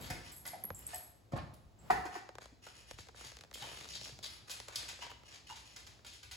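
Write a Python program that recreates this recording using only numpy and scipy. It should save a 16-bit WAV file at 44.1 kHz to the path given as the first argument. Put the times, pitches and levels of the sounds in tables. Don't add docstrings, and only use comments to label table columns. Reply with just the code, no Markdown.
import sys
import numpy as np
from scipy import signal
from scipy.fft import rfft, irfft
from scipy.io import wavfile
from scipy.ndimage import uniform_filter1d

SR = 44100
rng = np.random.default_rng(int(sys.argv[2]) if len(sys.argv) > 2 else 0)


def generate_wav(sig):
    pcm = np.round(np.clip(np.atleast_2d(sig).T, -1, 1) * 32767).astype(np.int16)
    wavfile.write(sys.argv[1], SR, pcm)


N = 280476
SIZE = 8192
T = np.arange(SIZE) / SR
HZ, TRACK_HZ = np.fft.rfftfreq(SIZE, 1 / SR), np.fft.rfftfreq(N, 1 / SR)
USUAL_DB = -46
# t/s, body (lows)/dB, air (highs)/dB
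PAW_TONE = [(0.1, 0, -19.5), (0.5, -0.5, -29), (1.0, 1.5, -12), (1.32, 4, -27), (1.36, 20.5, -14.5),
            (1.54, 5, -10.5), (2.1, 6, -24.5), (2.8, -7.5, -23), (3.6, -1, -21.5), (4.05, -12, -23.5),
            (4.25, 0.5, -16), (5.0, 0.5, -29), (5.5, -10, -26), (6.3, -13, -24)]


def amp(db):
    return 10 ** (np.asarray(db) / 20)


def read(points, hz):
    f, value = np.transpose(points)
    return np.interp(np.log(hz + 1), np.log(f + 1), value)


def at(curve, s, column=1):
    columns = np.transpose(curve)
    return np.interp(s, columns[0], columns[column])


def add(mix, s, sound):
    part = mix[..., max(round(s * SR), 0):][..., :sound.shape[-1]]
    part += sound[..., :part.shape[-1]]


def coloured(x, db):
    log_gain = np.log(amp(np.r_[db, db[-2:0:-1]]))
    return irfft(rfft(x) * np.exp(np.conj(signal.hilbert(log_gain)))[:len(db)])


def tinted(x, points):
    return irfft(rfft(x) * amp(read(points, TRACK_HZ)), N)


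def levelled(x, band=(20, 20000), size=256):
    part = irfft(rfft(x) * ((HZ > band[0]) & (HZ < band[1])))
    power = uniform_filter1d(np.atleast_2d(part ** 2).mean(0), size)
    return x / np.sqrt(power.max() + 1e-20)


def octaves_from(hz):
    return np.log2((HZ + 1) / hz)


def grains(per_s, spread_db):
    size = amp(spread_db * np.minimum(rng.exponential(1, SIZE), 4))
    return size * rng.standard_normal(SIZE) * (rng.random(SIZE) < per_s / SR)


def stereo_noise(length):
    # f/Hz, likeness (0 to 1)
    likeness = [(60, 0.75), (200, 0.65), (500, 0.49), (1400, 0.03), (2500, 0.25), (4200, 0.5), (6000, 0.37)]
    a, b = rfft(rng.standard_normal((2, length)))
    same = read(likeness, np.fft.rfftfreq(length, 1 / SR))
    return irfft(np.array([a, same * a + np.sqrt(1 - same ** 2) * b]), length)


def room(x, early_db, tail_db, early_s):
    # f/Hz, time to fade by 60 dB/s
    fade_times = [(100, 0.96), (400, 0.57), (900, 0.65), (2000, 0.56), (5000, 0.6), (11000, 0.42),
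                  (16000, 0.12)]
    t = np.arange(SR) / SR
    early = stereo_noise(SR) * np.exp(-t / early_s) * (t > .001)
    hz, when, bands = signal.stft(stereo_noise(SR), SR, nperseg=256)
    bands *= amp(-60 * when / read(fade_times, hz)[:, None])
    tail = signal.istft(bands, SR, nperseg=256)[1][:, :SR] * (1 - np.exp(-t / 0.006))
    echo = amp(early_db) * early / np.linalg.norm(early[0])
    echo += amp(tail_db) * tail / np.linalg.norm(tail[0])
    return signal.fftconvolve(x[None], echo, axes=1)[:, :N]


def room_tone(level_db=-65):
    # f/Hz, level/dB
    house_tone = [(20, -2.5), (40, -15.5), (60, 9), (80, -3.5), (115, 2.5), (160, -21), (300, -14),
                  (700, -15.5), (1500, -38.5), (4000, -29.5), (9000, -35.5), (16000, -77)]
    rumble = tinted(stereo_noise(N), house_tone)
    return amp(level_db) * rumble / rumble.std()


def hand_rub(gain_db=-3):
    # t/s, level/dB
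    strength = [(0.0, -45.5), (0.35, -61), (0.78, -56), (1.15, -65.5), (1.75, -65.5), (1.95, -45.5),
                (2.2, -68.5), (3.4, -65.5), (3.7, -61), (4.05, -57.5), (4.4, -65), (6.0, -64), (6.36, -74)]
    # f/Hz, level/dB
    rub_tone = [(25, -53), (55, 4.5), (130, 1.5), (200, -2.5), (400, -8.5), (800, -10), (2000, -19.5),
                (8000, -31.5)]
    rub = tinted(stereo_noise(N), rub_tone)
    return amp(gain_db + at(strength, np.arange(N) / SR)) * rub / rub.std()


def soft_notes(blows, decay_s, waver, rise_s=.006):
    out = np.zeros(N)
    for s, db, hz, *_ in blows:
        drift = uniform_filter1d(rng.standard_normal(SIZE), size=200) * np.sqrt(200)
        ring = np.sin(2 * np.pi * np.cumsum(hz * (1 + waver * drift)) / SR)
        add(out, s, amp(db) * levelled(ring * (1 - np.exp(-T / rise_s)) * np.exp(-T / decay_s)))
    return out


def thuds():
    # t/s, level/dB, f/Hz
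    blows = [(0.105, -48, 143), (0.11, -39.5, 75.4), (0.644, -56, 198), (0.709, -45.5, 79),
             (1.385, -44, 72), (1.66, -48.5, 61), (1.914, -52, 133), (1.925, -49, 75), (1.92, -50, 253),
             (1.995, -56, 288), (2.052, -47.5, 315), (2.16, -47, 382), (2.524, -58, 256),
             (2.914, -52, 61.6), (2.938, -52, 80), (2.996, -51.5, 77), (3.255, -58, 125),
             (3.619, -54.5, 130), (4.12, -55, 125), (4.78, -56, 81.4), (5.89, -59, 93), (6.249, -56, 62),
             (6.325, -54, 70)]
    out = soft_notes(blows, decay_s=0.0078, waver=.1)
    return out + room(out, early_db=-9, tail_db=-11, early_s=.015)


def bumps(gain_db=-7.5):
    # t/s, level/dB, note/Hz, clack against level/dB, clack/Hz
    blows = [(0.101, -38.5, 693, -7, 1760), (0.456, -50, 704, 8, 2040), (0.533, -39, 741, -14, 1990),
             (0.933, -41, 711, -6, 1877), (3.625, -44, 907, 3.5, 3050), (5.022, -43.5, 947, -4, 2990),
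             (5.098, -51.5, 970, 3.5, 2970), (5.497, -41.5, 892, -4.5, 2890)]
    out = amp(-3) * soft_notes(blows, decay_s=.0065, waver=.05)
    for s, db, hz, clack_db, clack_hz in blows:
        knock_tone = -20 * np.log10(1 + (octaves_from(hz) / 0.28) ** 2)
        knock = coloured(grains(2500, 1.6) * np.exp(-T / 0.009), knock_tone)
        add(out, s, amp(db - 2) * levelled(knock))
        clack_tone = -10 * np.log10(1 + (octaves_from(clack_hz) / 0.028) ** 2)
        clack_tone += read([(4000, -6.5), (9000, -0.5)], HZ)
        clack = coloured(grains(5500, 1.6) * np.exp(-T / 0.0061), clack_tone)
        add(out, s, amp(db + clack_db) * levelled(clack))
    return amp(gain_db) * (out + room(out, early_db=0.5, tail_db=-2, early_s=0.016))


def creaks(gain_db=-8.5, snap_s=0.0031, wood_db=-29, wood_s=0.0072):
    # t/s, level/dB, treble/dB, delay at 1 kHz/s
    slips = [(0.642, -43.5, 0.5, 0.00197), (0.703, -30.5, -8.5, 0.00218), (2.29, -37, 0.5, 0.00172),
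             (2.3533, -41.5, 3, 0.00156), (2.3836, -35, 1.5, 0.0016), (2.4195, -44.5, -10, 0.00137),
             (2.457, -42.5, 4, 0.00126), (2.6674, -42, 2, 0.00168), (2.9108, -36.5, 8.5, 0.0015),
             (2.986, -41, 2, 0.0021), (3.069, -52, 8, .003), (3.0853, -46, 9.5, .003),
             (3.0899, -45, -13, 0.0021), (3.1447, -48, -21, 0.00217), (3.186, -54, -18, 0.0037),
             (3.2086, -44.5, -4, 0.0031), (3.237, -47.5, -2, 0.0055), (3.3173, -45, 8, 0.00241),
             (3.368, -46.5, 13.5, 0.00256), (3.386, -50.5, 14, 0.0056), (3.409, -47, 14.5, .0022),
             (3.4361, -45, 9, .0024), (3.447, -51, 5, 0.00207), (3.5106, -46, 9, 0.0054),
             (3.5278, -50, 8, 0.0031), (3.554, -43.5, 6, 0.00243), (3.573, -48, 4, 0.00295),
             (3.627, -53, 7, .003), (3.639, -41, 2, 0.00288), (3.6674, -41.5, 8, 0.0043),
             (3.6867, -43.5, 11, 0.0049), (3.714, -43, 9, 0.0028), (3.7285, -46, 0, 0.0041),
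             (3.7424, -47, -5, .0034), (3.7713, -45.5, 12, 0.00201), (3.785, -48, 9, .0036),
             (3.809, -43.5, 9, 0.0027), (3.8434, -46, 7, 0.00195), (3.8526, -43.5, 2, 0.0033),
             (3.8882, -49, 26, 0.00189), (3.905, -53, -5, 0.00363), (3.9574, -47, 2, 0.00256),
             (4.0118, -42, 13, 0.0026), (4.056, -42.5, 9, .0024), (4.069, -46.5, 6, 0.0023),
             (4.0805, -49, 12, 0.0019), (4.0908, -46.5, 2, 0.0034), (4.1888, -44.5, 8, 0.0019),
             (4.48, -50, 9, 0.00285), (4.4958, -43, 12, 0.00227), (4.6004, -38.5, 14.5, 0.00168),
             (4.6837, -39, 8.5, 0.00195), (4.829, -42, 6, 0.00298), (4.928, -46, 2, 0.00298),
             (4.99, -44.5, 4, 0.00159), (5.065, -43, 6, .0026), (5.115, -39.5, 0, 0.00162),
             (5.2344, -48.5, 1.5, .0013), (5.992, -52.5, 0, 0.00144)]
    # f/Hz, level/dB
    creak_tone = [(80, 3.5), (250, 3.5), (500, 15.5), (900, 10), (1600, 8.5), (3000, -0.5), (7000, -6),
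                  (11000, -16), (16000, -26)]
    out = np.zeros((2, N))
    dull = read([(150, 6), (800, 0), (3000, -22)], HZ)
    for s, db, treble_db, lag_s in slips:
        slip = 0.11 * rng.standard_normal((2, SIZE)) * np.exp(-T / snap_s)
        slip[:, 0] += 1
        slip += amp(wood_db) * coloured(rng.standard_normal(SIZE) * np.exp(-T / wood_s), dull)
        tone = read(creak_tone, HZ) + read([(1500, 0), (4000, treble_db)], HZ)
        bending = np.exp(-4j * np.pi * lag_s * np.sqrt(1000 * HZ))
        click = irfft(rfft(coloured(slip, tone)) * bending)
        add(out, s, amp(db) * levelled(click, band=(400, 3000), size=176))
    return amp(gain_db) * out


def struck_wood(blows, notes, crack_db, crack_s, spread, top_db, low_hz, rise_s):
    out = np.zeros((2, N))
    for s, db, contact_s, low_db in blows:
        ring = amp(crack_db) * stereo_noise(SIZE) * np.exp(-T / crack_s)
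        for hz, note_db, fade_s in notes:
            turns = rng.random() + spread * rng.uniform(1.0, 1.64) * np.array([[0], [1]])
            ring += amp(note_db - 60 * T / fade_s) * np.sin(2 * np.pi * (hz * T + turns))
        tone = -10 * np.log10(1 + (2 * np.pi * HZ * contact_s) ** 2)
        tone += read([(low_hz, low_db), (1.4 * low_hz, 0), (5000, 0), (10000, top_db)], HZ)
        add(out, s, amp(db) * levelled(coloured(ring * (1 - np.exp(-T / rise_s)), tone)))
    return out


def floor_thump():
    # t/s, level/dB, contact time/s, lows/dB
    blows = [(1.321, -47.5, 0.00049, 0), (1.3315, -31, 0.00083, 0.5), (1.356, -45, 0.00023, -9),
             (1.366, -46.5, 0.00017, -10), (1.382, -43.5, 0.000084, -10.5)]
    # f/Hz, level/dB, time to fade by 60 dB/s
    notes = [(128, -3.5, 0.089), (298, 0, 0.028), (545, 5.5, 0.024), (625, -0.5, 0.056), (710, 0, 0.054),
             (854, -10.5, 0.077), (1072, -8, 0.1), (1220, -20, 0.049), (1770, -13, 0.11)]
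    out = struck_wood(blows, notes, crack_db=-1, crack_s=0.016, spread=0.08,
                      top_db=-30, low_hz=580, rise_s=.002)
    return amp(-1) * out + room(out.mean(0), early_db=-6, tail_db=-6, early_s=0.017)


def door_knock():
    # t/s, level/dB, contact time/s, lows/dB
    blows = [(1.9008, -19.5, 0.000087, -0.5), (1.926, -37, 0.0003, 2), (2.054, -44, 0.0007, 0),
             (2.152, -39, 0.000024, -4)]
    # f/Hz, level/dB, time to fade by 60 dB/s
    notes = [(350, -17, 0.053), (724.5, -4.5, 0.12), (757, 3, 0.051), (836, -13.5, 0.126),
             (878, -8.5, 0.055), (940, -6, 0.076), (995, 4.5, 0.026), (1108, -1, 0.031), (1230, -1, 0.023),
             (1390, -6, 0.027), (1500, -20, 0.13), (1796, -19.5, 0.2), (1912, -5, 0.03),
             (1990, -23.5, 0.17), (2275, -23, 0.065), (2360, -17, 0.053), (2570, -11, 0.023)]
    # f/Hz, gain/dB
    into_room = [(350, -8), (720, 0.5), (850, 4), (1000, -7), (1150, -2), (1800, 5.5), (2030, 11.5),
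                 (2400, 5.5), (4000, 4)]
    out = struck_wood(blows, notes, crack_db=-11, crack_s=0.012, spread=0.19,
                      top_db=-5, low_hz=780, rise_s=.005)
    return amp(-1) * out + room(tinted(out.mean(0), into_room), early_db=-9, tail_db=-6.5, early_s=0.02)


def collar_tags(gain_db=-3.5, upper_s=0.003, lower_s=0.0019, tick_s=0.002):
    # t/s, upper ring/dB, lower ring/dB, lower ring/Hz, room share/dB, tick share/dB
    clinks = [(0.009, -58, -59, 7700, 15, -2), (0.318, -58.5, -54.5, 7670, 11, 12),
              (0.364, -52, -52, 8340, 7, 12), (0.455, -51, -58, 8300, -1, 12),
              (0.465, -42, -42, 8500, 3.5, 9), (0.477, -46, -34, 8380, -4.5, -7),
              (0.6383, -30, -73, 7900, -5, -6), (0.652, -30, -72, 7950, -22, -6),
              (0.747, -59, -48, 7400, 6, 14), (0.758, -66, -49, 8100, 4, 5),
              (0.791, -45, -60, 8450, -3, 14), (0.867, -48, -29, 8360, -6, -5),
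              (0.875, -45, -46, 8450, -14, 9), (0.882, -52, -40, 8300, -15, -7),
              (0.945, -41, -33, 8040, -5, 5.5), (0.957, -37.5, -40, 8500, 1.5, 5.5),
              (0.981, -47, -40, 8200, -13, -8), (1.026, -64, -65, 7930, 17, 6),
              (1.789, -96, -66.5, 7630, 13, 3)]
    near, far = np.zeros((2, N))
    for s, db, lower_ring_db, lower_hz, room_db, tick_db in clinks:
        upper_hz = 11390 * (1 + 0.003 * rng.uniform(-1, 1))
        lower_db = lower_ring_db - db
        ring = np.sin(2 * np.pi * upper_hz * T) * np.exp(-T / upper_s)
        ring += amp(lower_db) * np.sin(2 * np.pi * lower_hz * T) * np.exp(-T / lower_s)
        ring *= 1 - np.exp(-(T / .0003) ** 2)
        bright = read([(4000, -30), (8400, max(lower_db, -20)), (11400, 0), (12800, -1), (16000, -8)], HZ)
        tick = coloured(rng.standard_normal(SIZE) * np.exp(-T / tick_s), bright)
        clink = amp(db) * (2 * ring + amp(tick_db) * tick)
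        add(near, s, clink)
        add(far, s, amp(room_db) * clink)
    return amp(gain_db) * (near + room(far, early_db=-5, tail_db=-1, early_s=.012))


def claw_on_board(force, db, body_db, air_db, extra_db=0):
    # f/Hz, level/dB
    claw_tone = [(60, -8.5), (150, -4), (350, 2.5), (600, -2.5), (900, 4), (1400, 5), (2200, 6), (3100, 2),
                 (4800, 2.5), (6400, -2), (7400, 0), (8500, 7), (9500, 16.5), (11000, 13.5), (15500, 8.5)]
    # f/Hz, height before scaling by the step's strength/dB
    rings = [(3050, 3.5), (3600, 2.5), (4730, 4), (6750, 1.5), (7900, 2.5)]
    tilt = read([(1300, body_db), (3000, 0), (7000, 0), (10500, air_db)], HZ)
    peaks = sum(height * np.exp(-(octaves_from(hz) / 0.082) ** 2) for hz, height in rings)
    bite = 0.03 * max(db - USUAL_DB, 0) * peaks
    tone = read(claw_tone, HZ) + tilt + bite + extra_db
    return amp(db) * levelled(coloured(force, tone), band=(2500, 8000))


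def small_steps(start_s=2.65, end_s=6.1, count=14, db=-51, length_s=0.14, ring_hz=5000):
    jitter, size = rng.random((count, 2)).T
    times = start_s + (end_s - start_s) * (np.arange(count) + jitter) / count
    levels = db + 2 * (2 * size - 1)
    return [(s, level, length_s, ring_hz) for s, level in zip(times, levels)]


def paw_scuffs(gain_db=-8, ring_octaves=0.59):
    # t/s, level/dB, length (cut off at SIZE samples)/s, ringing pitch/Hz
    slides = [(0.003, -43.5, 0.11, 3570), (0.227, -47.5, 0.11, 4550), (0.462, -42.5, 0.034, 5150),
              (0.755, -53, 0.31, 5000), (0.871, -49.5, 0.077, 5200), (0.922, -47, 0.05, 5000),
              (1.354, -51.5, 0.035, 4000), (2.11, -47.5, 0.093, 5170), (2.40, -50.5, 0.073, 4800),
              (2.615, -50, 0.12, 5060), (2.76, -77, 0.091, 5400), (2.86, -51.5, 0.11, 3400),
              (2.972, -46.5, 0.064, 4900), (3.17, -55, 0.28, 3600), (3.236, -44, 0.075, 4700),
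              (3.402, -59, 0.031, 5600), (3.552, -41, 0.16, 3980), (3.62, -46.5, 0.24, 3160),
              (3.745, -47, 0.19, 4730), (3.89, -40.5, 0.05, 5260), (3.928, -35.5, 0.058, 4460),
              (4.0, -39.5, 0.11, 5140), (4.223, -33.5, 0.061, 4270), (4.471, -52, 0.035, 4500),
              (4.6845, -46.5, 0.23, 2700), (4.77, -53, 0.038, 4950), (4.881, -43, 0.043, 4460),
              (5.005, -39, 0.054, 3000), (5.32, -47, 0.071, 4570), (5.463, -48, 0.066, 2800),
              (5.55, -52, 0.086, 3000), (5.667, -56, 0.17, 3400), (5.791, -51.5, 0.021, 3000),
              (6.119, -51, 0.094, 5240), (6.326, -45, 0.018, 4500)]
    spots = np.zeros((2, N))
    soft_top = read([(11500, 0), (14500, -6)], HZ)
    for k, (s, db, length_s, hz) in enumerate(list(slides) + small_steps()):
        hard_db = db - USUAL_DB
        swell = np.sin(np.pi * np.minimum(T / length_s, 1) ** 0.75)
        force = grains(1900, 1.94) * swell
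        ring_db = max(3 + 0.39 * hard_db, 0) * np.exp(-(octaves_from(hz) / ring_octaves) ** 2)
        body_db = at(PAW_TONE, s) - 0.32 * hard_db
        air_db = at(PAW_TONE, s, column=2)
        add(spots[k % 2], s, claw_on_board(force, db, body_db, air_db, ring_db + soft_top))
    return amp(gain_db) * sum(room(spot, early_db=1.0, tail_db=-3.5, early_s=0.0028) for spot in spots)


def claw_taps(gain_db=-2.0, strike_s=0.00041, rise_s=0.00088, chatter_s=0.0099):
    # t/s, level/dB, body (lows)/dB, share heard directly/dB
    hits = [(0.1003, -38, 6, -18), (0.4537, -45.5, 1, -5), (1.319, -55, 12, -14), (1.5372, -61.5, -7, -6),
            (1.9043, -38, 15.5, -10), (2.0529, -50, 11.5, -7), (2.667, -59.5, 12, -2),
            (3.538, -40.5, -28, -9.5), (3.621, -48, 7, -9), (4.4969, -42, -11.5, -13),
            (4.507, -38.5, -21, -15), (4.599, -52.5, 2, -14), (4.681, -47.5, 8.5, -12),
            (4.7568, -27.5, -24, -16), (4.8819, -42.5, -9, -11), (4.8876, -40, -5, -6),
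            (4.906, -50, -6, -13), (5.0185, -49, 0, -14), (5.0292, -52, 2, -10), (5.4906, -57.5, 9, -8),
            (5.558, -49, -5, -10), (5.7618, -42, -5.5, -12), (5.864, -47.5, -5.5, -21),
            (6.048, -51.5, 0.5, -2.5), (6.0636, -45, -8, -15), (6.133, -54, -17, -3),
            (6.2286, -45, -2, -27), (6.3122, -42.5, -7.5, -6), (6.3276, -47.5, -3, -18)]
    strike = 2.9 * np.exp(-T / strike_s)
    chatter = (1 - np.exp(-T / rise_s)) * np.exp(-T / chatter_s)
    near, far = np.zeros((2, N))
    for s, db, body_db, direct_db in hits:
        force = grains(7000, 5.2) * (strike + chatter)
        tap = claw_on_board(force, db, body_db, air_db=2 + at(PAW_TONE, s, column=2))
        add(near, s, amp(direct_db) * tap)
        add(far, s, tap)
    return amp(gain_db) * (near + room(far, early_db=-4, tail_db=-4.5, early_s=.006))


def scene():
    dog = claw_taps() + paw_scuffs() + collar_tags()
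    wood = creaks() + thuds() + bumps() + door_knock() + floor_thump()
    return dog + wood + hand_rub() + room_tone()


def record(dry, low_cut_hz=40, high_cut_hz=15950):
    # f/Hz, lead of the right side/cycles
    widening = [(7400, 0), (7900, .24), (8300, .33), (8750, .49), (9400, .51), (10000, .7), (10550, .96),
                (11650, 1), (12650, 1.5), (13700, 1.5), (14700, 2)]
    # f/Hz, left minus right/dB
    balance = [(100, .5), (700, 2), (1000, -2.5), (1700, -1.5), (2300, 2), (3300, 2.5), (5000, 1),
               (7000, 0)]
    low_cut = signal.butter(3, low_cut_hz, "high", fs=SR, output="sos")
    left, right = rfft(signal.sosfilt(low_cut, dry))
    shared = np.clip((TRACK_HZ - 5800) / 900, 0, 1)
    right = (1 - shared) * right + shared * left
    right *= np.exp(2j * np.pi * read(widening, TRACK_HZ))
    lean = amp(read(balance, TRACK_HZ) / 2)
    out = irfft(np.array([left * lean, right / lean]), N)
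    high_cut = signal.firwin(511, high_cut_hz, window=("kaiser", 9), fs=SR)
    return signal.oaconvolve(out, high_cut[None], "same")


dry = scene()
out = record(dry)
generate_wav(out)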